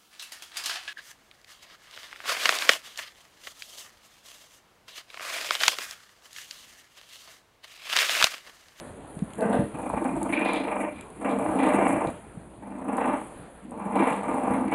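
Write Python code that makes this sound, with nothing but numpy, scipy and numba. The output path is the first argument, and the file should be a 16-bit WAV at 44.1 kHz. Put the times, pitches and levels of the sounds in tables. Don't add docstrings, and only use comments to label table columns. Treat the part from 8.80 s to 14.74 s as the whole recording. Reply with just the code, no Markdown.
import sys
import numpy as np
from scipy import signal
from scipy.fft import rfft, irfft, next_fast_len
from scipy.io import wavfile
from scipy.ndimage import uniform_filter1d
from numba import njit

SR = 44100
rng = np.random.default_rng(int(sys.argv[2]) if len(sys.argv) > 2 else 0)


def unload_audio(sound):
    columns = np.transpose(np.atleast_2d(sound))
    steps = np.round(np.clip(columns, -1, 1) * 32767)
    wavfile.write(sys.argv[1], SR, steps.astype(np.int16))


def gain_from_db(level_db):
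    decades = np.asarray(level_db, float) / 20
    return 10 ** decades


N = 261954


def rms_one(x):
    return x / np.sqrt(np.mean(x ** 2) + 1e-20)


def in_time(rows):
    s, *columns = np.transpose(rows)
    return [np.interp(np.arange(N) / SR, s, c) for c in columns]


def drift(rate_hz):
    r = np.exp(-2 * np.pi * rate_hz / SR)
    noise = rng.standard_normal(N + SR)
    return rms_one(signal.lfilter([1], [1, -2 * r, r * r], noise)[SR:])


def steep(x, hz, kind, order=4):
    return signal.sosfilt(signal.butter(order, hz, kind, fs=SR, output="sos"), x)


def resonances(x, modes):
    out = 0
    for k, (hz, width_hz, db) in enumerate(modes):
        r = np.exp(-np.pi * width_hz / SR)
        b = np.array([1, 0, -1]) * (1 - r * r) / 2
        a = [1, -2 * r * np.cos(2 * np.pi * hz / SR), r * r]
        out = out + (-1) ** k * gain_from_db(db) * signal.lfilter(b, a, x)
    return out


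@njit
def moving_resonance(x, turn, r):
    y = np.zeros(len(x))
    for i in range(2, len(x)):
        push = (1 - r * r) / 2 * (x[i] - x[i - 2])
        y[i] = push + 2 * r * np.cos(turn[i]) * y[i - 1] - r * r * y[i - 2]
    return y


def ring(x, hz, width_hz):
    return moving_resonance(x, 2 * np.pi * hz / SR, np.exp(-np.pi * width_hz / SR))


def evened(x, s):
    return x / np.sqrt(uniform_filter1d(x * x, int(s * SR)) + 1e-12)


def coloured(spectrum, lowest_hz, highest_hz, patchy_db, count):
    hz, db = np.transpose(spectrum)
    edges = np.geomspace(lowest_hz, highest_hz, count)
    white = rng.standard_normal((2, N))
    out = 0
    for k, (low, high) in enumerate(zip(edges, edges[1:])):
        level_db = np.interp(np.log(low * high) / 2, np.log(hz), db)
        band = steep(white[k % 2], [low, high], "band", order=2)
        out = out + gain_from_db(level_db + patchy_db * drift(6.4)) * band
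    return rms_one(out)


def bumps(times, heights, rise_s, fall_s):
    out, lag = np.zeros(N + SR), np.arange(-SR // 20, SR // 8) / SR
    shape = np.exp(-(lag / np.where(lag < 0, rise_s, fall_s)) ** 2)
    for s, height in zip(times, heights):
        at = round(s * SR) - SR // 20
        out[at:at + len(lag)] = np.maximum(out[at:at + len(lag)], height * shape)
    return out[:N]


def puffs(times, levels_db, sag_db, sag_s, stop_db_per_s):
    t = np.arange(N) / SR
    last = np.searchsorted(times, t) - 1
    age = t - times[last]
    sag = sag_db * (1 - np.exp(-(age / sag_s) ** 2))
    db = levels_db[last] + sag + stop_db_per_s * np.maximum(age - .05, 0)
    return uniform_filter1d(gain_from_db(db) * (last >= 0), SR // 400)


# start_s, hiss_db (fur and snorted air), shuffle_db (weight of bodies)
STIR = [(0, -53, -48), (.21, -58.5, -51), (.5, -55.5, -50), (.84, -54.5, -47), (1.4, -53, -46.5),
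        (1.75, -58.5, -63), (1.87, -58.5, -80), (2.15, -60, -51), (2.41, -57, -56), (2.7, -52, -52),
        (3.1, -50, -50), (3.42, -58.5, -52), (3.87, -65, -57), (4.45, -53.5, -59), (4.95, -66, -54),
        (5.3, -52.5, -57.5), (5.75, -55.5, -48.5), (5.94, -62, -52.5)]
# start_s, level_db
SNORTS = [
    (1.44, -58),
    (1.54, -42),
    (2.02, -39),
    (2.96, -39),
    (3.121, -36),
    (5.76, -56),
]
# pitch_hz, level_db (per Hz)
HISS = [
    (3410, -62),
    (5800, -17),
    (6130, -11.5),
    (7790, -9),
    (9180, -5.5),
    (9750, -1),
    (10600, -10.5),
    (13800, -59),
    (22000, -120),
]


def rustle(throb, nose):
    hiss_db, shuffle_db = in_time(STIR)
    s, snort_db = np.transpose(SNORTS)
    grain = gain_from_db(1.56 * drift(300) + 0.27 * drift(30)) * (1.6 + throb)
    hiss = evened(grain * coloured(HISS, 5500, 11380, patchy_db=1.8, count=9), 0.4)
    hiss_level = gain_from_db(hiss_db - 0.1) + nose + bumps(s, gain_from_db(snort_db - 8), 0.037, 0.0083)
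    shuffle = rms_one(steep(rng.standard_normal(N), [60, 210], "band", order=2))
    return hiss_level * hiss + gain_from_db(shuffle_db + 1.0 + 3.8 * drift(5.5)) * shuffle


# pitch_hz, level_db (per Hz)
HOUSE = [
    (30, -8),
    (60, -16),
    (100, -11),
    (200, -1),
    (330, -2.5),
    (800, -6.5),
    (1500, -15),
    (3400, -23.5),
    (5500, -26.5),
]
HOUSE_DB, HUM_HZ, HUM_DB = -46, 58.8, -65
STIR_REST_DB, HOUSE_FOLLOWS = -58, 0.71


def house():
    hum = np.sqrt(2) * np.sin(2 * np.pi * np.cumsum(HUM_HZ + 1.2 * drift(2.6)) / SR)
    rumble = coloured(HOUSE, 27.75, 5950, patchy_db=2.0, count=20)
    stir_db = np.clip(HOUSE_FOLLOWS * (in_time(STIR)[0] - STIR_REST_DB), -6, 8)
    return gain_from_db(HOUSE_DB + stir_db) * rumble + gain_from_db(HUM_DB + 5.0 + 1.7 * drift(4)) * hum


# start_s, peak_db, body_db (the duller knock)
TICKS = [(.352, -41, 3), (.505, -46, 14.5), (.535, -34.5, 7.5), (.555, -39, -9), (1.365, -34, 0),
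         (1.76, -35, 18), (2.416, -53, 18), (5.882, -45.5, 20), (3.272, -39, 17), (0.391, -38, 9),
         (0.608, -33.5, 11), (1.093, -35, -26), (1.244, -29, 0), (1.4298, -20.5, -21), (1.5188, -36, -6),
         (1.734, -26.5, -4), (2.129, -61, 0), (2.208, -44, -16), (2.21, -33, 7), (2.303, -41, -2),
         (3.1034, -52, -17), (4.1693, -26, -27), (4.9088, -38, -24), (5.6267, -59, 6), (5.914, -34, 1)]


def ticks():
    out, t = np.zeros(N + SR), np.arange(600) / SR
    for (s, db, body_db), noise in zip(TICKS, rng.standard_normal((len(TICKS), 2, 600))):
        burst = noise * np.exp(-(t / .0016) ** 2)
        bright = steep(burst[0], [6500, 11000], "band", order=2)
        knock = steep(burst[1], [1800, 4500], "band", order=2)
        tick = bright / np.abs(bright).max() + gain_from_db(body_db - 9) * knock / np.abs(knock).max()
        out[round(s * SR):round(s * SR) + 600] += gain_from_db(db + 1.5) * tick
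    return out[:N]


# start_s, peak_db, pitch_hz
THUMPS = [
    (0.367, -32, 169),
    (0.421, -19.5, 190),
    (0.79, -19, 140),
    (0.837, -28, 128),
    (.94, -34, 150),
    (2.21, -48, 110),
    (3.268, -28, 144),
    (3.573, -33, 160),
    (3.669, -43, 177),
    (4.561, -43, 89.6),
]


def thumps():
    out, t = np.zeros(N + SR), np.arange(SR // 10) / SR
    for s, db, hz in THUMPS:
        envelope = (t / 0.0015) * np.exp(1 - t / 0.0036)
        swing = envelope * np.sin(2 * np.pi * hz * t * (1.1 - 9 * t))
        out[round(s * SR):round(s * SR) + len(t)] += gain_from_db(db - 6.0) * swing
    return out[:N]


# start_s, effort_db (throat), pitch_hz, mouth_db (opening), chest_db (chest over throat)
GRUMBLE = [(.59, -34, 225.1, -18, 1), (.628, -27.5, 240.5, -12.5, 1), (.705, -28, 234.6, -17, 7.5),
           (.739, -24, 255.6, -14, -3), (.804, -33, 236.3, -15, 11.5)]
MUTTER = [(0.952, -37.5, 276.9, -17, 4), (.995, -35.5, 260.5, -19.5, -3.5), (1.067, -35, 305.1, -17.5, 3.5),
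          (1.14, -30.5, 260.1, -21.5, -4), (1.177, -31.5, 286.2, -16, 6.5), (1.223, -34, 284.2, -26, 10.5),
          (1.258, -30, 262.8, -17.5, 8), (1.374, -34.5, 311.2, -19.5, 11), (1.463, -32, 283.5, -23, 5.5)]
SNARL = [(1.5, -38, 315.1, -6.5, 12), (1.535, -30, 272.1, 0, 6.5), (1.621, -29, 276.2, -4.5, 4),
         (1.693, -28, 296.7, -5.5, 2), (1.808, -34.5, 299.8, -8.5, 6), (1.924, -29, 313.7, -10.5, -3),
         (2.045, -31, 319.1, -13, 4.5), (2.127, -51.5, 281.9, -6, 10.5), (2.192, -58, 267.7, 8.5, 15)]
LONG_GROWL = [(2.422, -35, 286, -19, 4.5), (2.456, -27, 273, -11.5, 1), (2.623, -28.5, 305, -19, 1.5),
              (2.76, -27, 282, -22.5, 2.5), (2.797, -26, 276, -11.5, 5), (2.871, -22.5, 295, -15, 2),
              (3.062, -24, 284, -11, 3.5), (3.25, -29.5, 290, -18, 3), (3.314, -44.5, 275, -16, 8)]
SWELL = [(3.831, -43.5, 284.5, -17.5, 4), (3.915, -43, 277, -15, 10), (4.054, -38.5, 246.8, -23, 4.5),
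         (4.091, -31.5, 272, -17, 6), (4.184, -28, 240.1, -17, -1.5), (4.286, -25, 262, -17, 2),
         (4.339, -28.5, 264.1, -15.5, 3.5), (4.382, -36, 281, -15, -4)]
LUNGE = [(4.851, -63, 215, -17, 24.5), (4.928, -40.5, 229.7, -21, 3.5), (5.061, -32.5, 215.2, -21, 4.5),
         (5.132, -32.5, 223.7, -15, -0.5), (5.164, -22.5, 263.6, -18, 0), (5.201, -23, 288.3, -12, 5),
         (5.312, -26, 279.2, -12, -1), (5.372, -32, 270, -14, 5)]
TUSSLE = [(5.441, -31, 272.7, -15.5, -5), (5.492, -27.5, 262.1, -16.5, 3.5),
          (5.585, -28.5, 271.6, -19.5, 2), (5.681, -27, 305.8, -19.5, 1.5), (5.745, -27.5, 259.2, -13, 4.5),
          (5.816, -31.5, 258.3, -20.5, 10), (5.885, -37, 277.8, -9, 8.5), (5.928, -26, 285.2, -8.5, -1)]
GROWLS = [GRUMBLE, MUTTER, SNARL, LONG_GROWL, SWELL, LUNGE, TUSSLE]
# throat_hz, mouth_hz, ring_db (how hard the mouth rings)
TRACTS = [(637, 1585, 2), (796, 2410, 2), (762, 2405, 1), (740, 2406, -2), (857, 2390, -8.5),
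          (882, 2380, -0.5), (840, 2326, -2.5)]
FLUTTERS = [.05, .45, .28, .12, .18, .1, .05]
THROB_S, THROB_JITTER_S = .0385, 0.0046
LEAD_S, LEAD_JITTER_S = 0.0099, 0.012
CHEST_SPREAD_DB, THROAT_SPREAD_DB, MOUTH_SPREAD_DB, PITCH_SPREAD = -1, 0.9, 2, 0.05003
THROAT_HZ_PER_DB = 5.5


def throbs():
    out = []
    for growl, (throat_hz, mouth_hz, ring_db), flutter in zip(GROWLS, TRACTS, FLUTTERS):
        at, *columns = np.transpose(growl)
        beats = np.append(0, np.cumsum(np.maximum(np.round(np.diff(at) / THROB_S), 1)))
        beat = np.arange(beats[-1] + 1)
        chance = rng.standard_normal((40, 6))[:len(beat)].T.clip(-2, 2)
        chance = chance * ~np.isin(beat, beats)
        effort_db, hz, mouth_db, chest_db = (np.interp(beat, beats, c) for c in columns)
        s = np.interp(beat, beats, at) + THROB_JITTER_S * chance[0]
        out.append([s,
                    effort_db + chest_db + CHEST_SPREAD_DB * chance[1],
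                    hz * (1 + PITCH_SPREAD * chance[2]),
                    s - LEAD_S - LEAD_JITTER_S * chance[3],
                    effort_db + THROAT_SPREAD_DB * chance[4],
                    mouth_db + MOUTH_SPREAD_DB * chance[5],
                    throat_hz + THROAT_HZ_PER_DB * (effort_db - effort_db.max()),
                    mouth_hz + 0 * s, ring_db + 0 * s, flutter + 0 * s])
    return np.hstack(out)


# pitch_hz, width_hz, level_db
CHEST = [
    (198.3, 8.4, 4.5),
    (315, 37.5, -0.5),
    (364.2, 11, -1),
]
CHEST_HELD_DB = -7


def chest_voice(s, chest_db, cycles, flutter, air):
    held = (1 - 2 * flutter) * bumps(s, gain_from_db(chest_db + CHEST_HELD_DB), .025, 0.02)
    beating = np.maximum(bumps(s, gain_from_db(chest_db + 2.0), 0.0033, 0.01), held)
    tone = beating * gain_from_db(1.5 * drift(60)) * np.sin(2 * np.pi * cycles)
    rumble = evened(steep(resonances(air, CHEST), [160, 430], "band", order=2), 0.2)
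    return steep(tone + bumps(s, gain_from_db(chest_db - 10.5), 0.042, 0.065) * rumble, 64.0, "high")


# pitch_hz, width_hz, level_db
THROAT = [
    (453, 84, -1),
    (604, 18, 6.5),
    (878, 49, -12.5),
    (1226, 15, -1),
    (1400, 550, -34),
]


def throat_voice(source, throat_hz):
    moving = ring(source, throat_hz, 260)
    tilt = ring(resonances(source, THROAT), throat_hz, 700)
    return steep(tilt + gain_from_db(-2.5) * moving, [380, 1300], "band", order=3) + gain_from_db(-58.0) * tilt


# pitch_hz, width_hz, level_db
MOUTH = [
    (1840, 790, -3.5),
    (2025, 190, 2),
    (2627, 170, -7),
]
MOUTH_WANDER = .018


def mouth_voice(source, air, mouth_hz, focus_db):
    mouth_hz = mouth_hz * (1 + MOUTH_WANDER * drift(3.3))
    whistle = ring(rms_one(air), mouth_hz, 200)
    whistle = ring(whistle, mouth_hz, 380)
    return steep(resonances(source, MOUTH) + gain_from_db(focus_db) * whistle, [1400, 2950], "band", order=3)


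# pitch_hz, width_hz, level_db
TEETH = [
    (3430, 2100, 0.5),
    (4400, 340, 0.5),
    (5170, 2000, -9.5),
]
TEETH_UNDER_THROAT_DB = 59
NOSE_DB, NOSE_FOLLOWS = -48.5, 1
NOSE_OPENS = 0.2


def growls():
    s, chest_db, hz, opens, throat_db, mouth_db, *tract = throbs()
    opens = np.maximum.accumulate(opens)
    throat_hz, mouth_hz, ring_db, flutter = in_time(np.transpose([s, *tract]))
    pitch_hz = np.interp(np.arange(N) / SR, s, hz) * (1 + .085 * drift(55))
    cycles = np.cumsum(pitch_hz) / SR
    closures = (np.diff(np.floor(cycles), prepend=0) > 0) * gain_from_db(6.2 * drift(95))
    air = rng.standard_normal(N) * (0.93 + np.cos(np.pi * cycles) ** 2)
    source = rms_one(closures) * .6 + rms_one(air) * .8

    chest = chest_voice(s, chest_db, cycles, flutter, air)
    throat = evened(throat_voice(source, throat_hz), 0.053)
    focus_db = ring_db + np.interp(np.arange(N) / SR, s, 5 + .3 * mouth_db)
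    mouth = evened(mouth_voice(source, air, mouth_hz, focus_db), 0.022)
    throb = puffs(opens, np.zeros(len(s)), sag_db=-31.5, sag_s=0.02, stop_db_per_s=16.0)
    teeth = steep(resonances(air, TEETH), [3100, 5000], "band", order=2)
    teeth = evened((.6 + throb) * gain_from_db(1.5 * drift(25)) * teeth, 0.079)

    palate = 1 + flutter * (2 * bumps(s, np.ones(len(s)), .011, .013) - 1)
    throat_level = puffs(opens, throat_db - .5, sag_db=-2.0, sag_s=0.025, stop_db_per_s=-450)
    mouth_level = puffs(opens, throat_db + mouth_db + 0.5, sag_db=0.0, sag_s=0.0059, stop_db_per_s=-450)
    teeth_level = puffs(opens, throat_db - TEETH_UNDER_THROAT_DB, sag_db=-20.0, sag_s=.03,
                        stop_db_per_s=-450)
    voice = throat_level * palate * throat + mouth_level * palate ** 2 * mouth
    voice += (gain_from_db(snarls() + 4.5) + teeth_level) * teeth
    nose_db = NOSE_DB + NOSE_FOLLOWS * (throat_db - throat_db.max()) + NOSE_OPENS * (mouth_db + 12)
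    nose = puffs(opens, nose_db, sag_db=-5.5, sag_s=0.02, stop_db_per_s=-200)
    return chest + voice, throb, nose


# start_s, length_s, pitch_hz, level_db
MOANS = [
    (.59, 0.069, 212.6, -26),
    (0.71, 0.13, 141.5, -31),
]
MOAN_HZ, MOAN_WIDTH_HZ, MOAN_EDGE_S = 630, 225, 0.024


def moans():
    t, out, waver = np.arange(N) / SR, 0, 1 + .012 * drift(20)
    for s, length_s, hz, db in MOANS:
        gate = np.clip(np.minimum(t - s, s + length_s - t) / MOAN_EDGE_S, 0, 1)
        turn = 2 * np.pi * hz * np.cumsum(waver) / SR
        for k in range(2, 8):
            strength = np.exp(-((k * hz - MOAN_HZ) / MOAN_WIDTH_HZ) ** 2)
            out = out + gain_from_db(db) * gate * strength * np.sin(k * turn + k * k)
    return out


# start_s, hold_s, level_db
SNARLS = [(0.723, 0.038, -54), (1.53, 0.028, -48), (1.653, 0.12, -43.5), (2.132, 0.058, -63),
          (2.495, 0.028, -57), (2.796, 0.09, -52), (3.265, 0.0054, -68), (4.175, .13, -64),
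          (5.154, 0.19, -56), (5.74, 0.023, -65), (5.92, 0.031, -60)]
SNARL_RISE_DB_PER_S, SNARL_FALL_DB_PER_S = 1500, 157


def snarls():
    t, levels_db = np.arange(N) / SR, []
    for s, hold_s, db in SNARLS:
        rise_db = SNARL_RISE_DB_PER_S * np.maximum(s - t, 0)
        fall_db = SNARL_FALL_DB_PER_S * np.maximum(t - s - hold_s, 0)
        levels_db.append(db - rise_db - fall_db)
    return np.max(levels_db, axis=0)


PEN_T60_S, PEN_DB = .26, -7.5


def pen(x):
    t = np.arange(SR // 2) / SR
    dull, bright = rng.standard_normal((2, len(t))) * np.minimum(t / 0.0039, 1)
    tail = steep(dull, 1630, "low", order=2) * gain_from_db(-60 * t / PEN_T60_S)
    tail += steep(bright, 1400, "high", order=2) * gain_from_db(-60 * t / PEN_T60_S / 1.3)
    return signal.fftconvolve(x, tail / np.sqrt(SR * PEN_T60_S / np.log(1e6)))[:N]


def scene():
    voice, throb, nose = growls()
    near = voice + ticks() + thumps() + moans()
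    return (near + gain_from_db(PEN_DB) * pen(near) + rustle(throb, nose) + house())[None]


def roll_off(x):
    return signal.sosfilt(signal.butter(12, 12620, fs=SR, output="sos"), x)


NOTCH_LAG = 4
NOTCH_WIDTH_HZ, IMAGE_DB, IMAGE_DB_PER_HZ = 290, 2.5, -.027


def record(dry):
    x = (dry[0] + np.roll(dry[0], NOTCH_LAG)) / 2
    size = 2 * next_fast_len(N // 2 + 1)
    above_hz = np.arange(size // 2 + 1) * SR / size - SR / 4
    stream = rfft(x, size) * np.clip(-above_hz / NOTCH_WIDTH_HZ, 0, 1)
    image = np.conj(stream[::-1]) * gain_from_db(IMAGE_DB + IMAGE_DB_PER_HZ * np.maximum(above_hz, 0))
    mix = irfft(stream - image, size)[None, :N]
    return roll_off(mix)


dry = scene()
out = record(dry)
unload_audio(out)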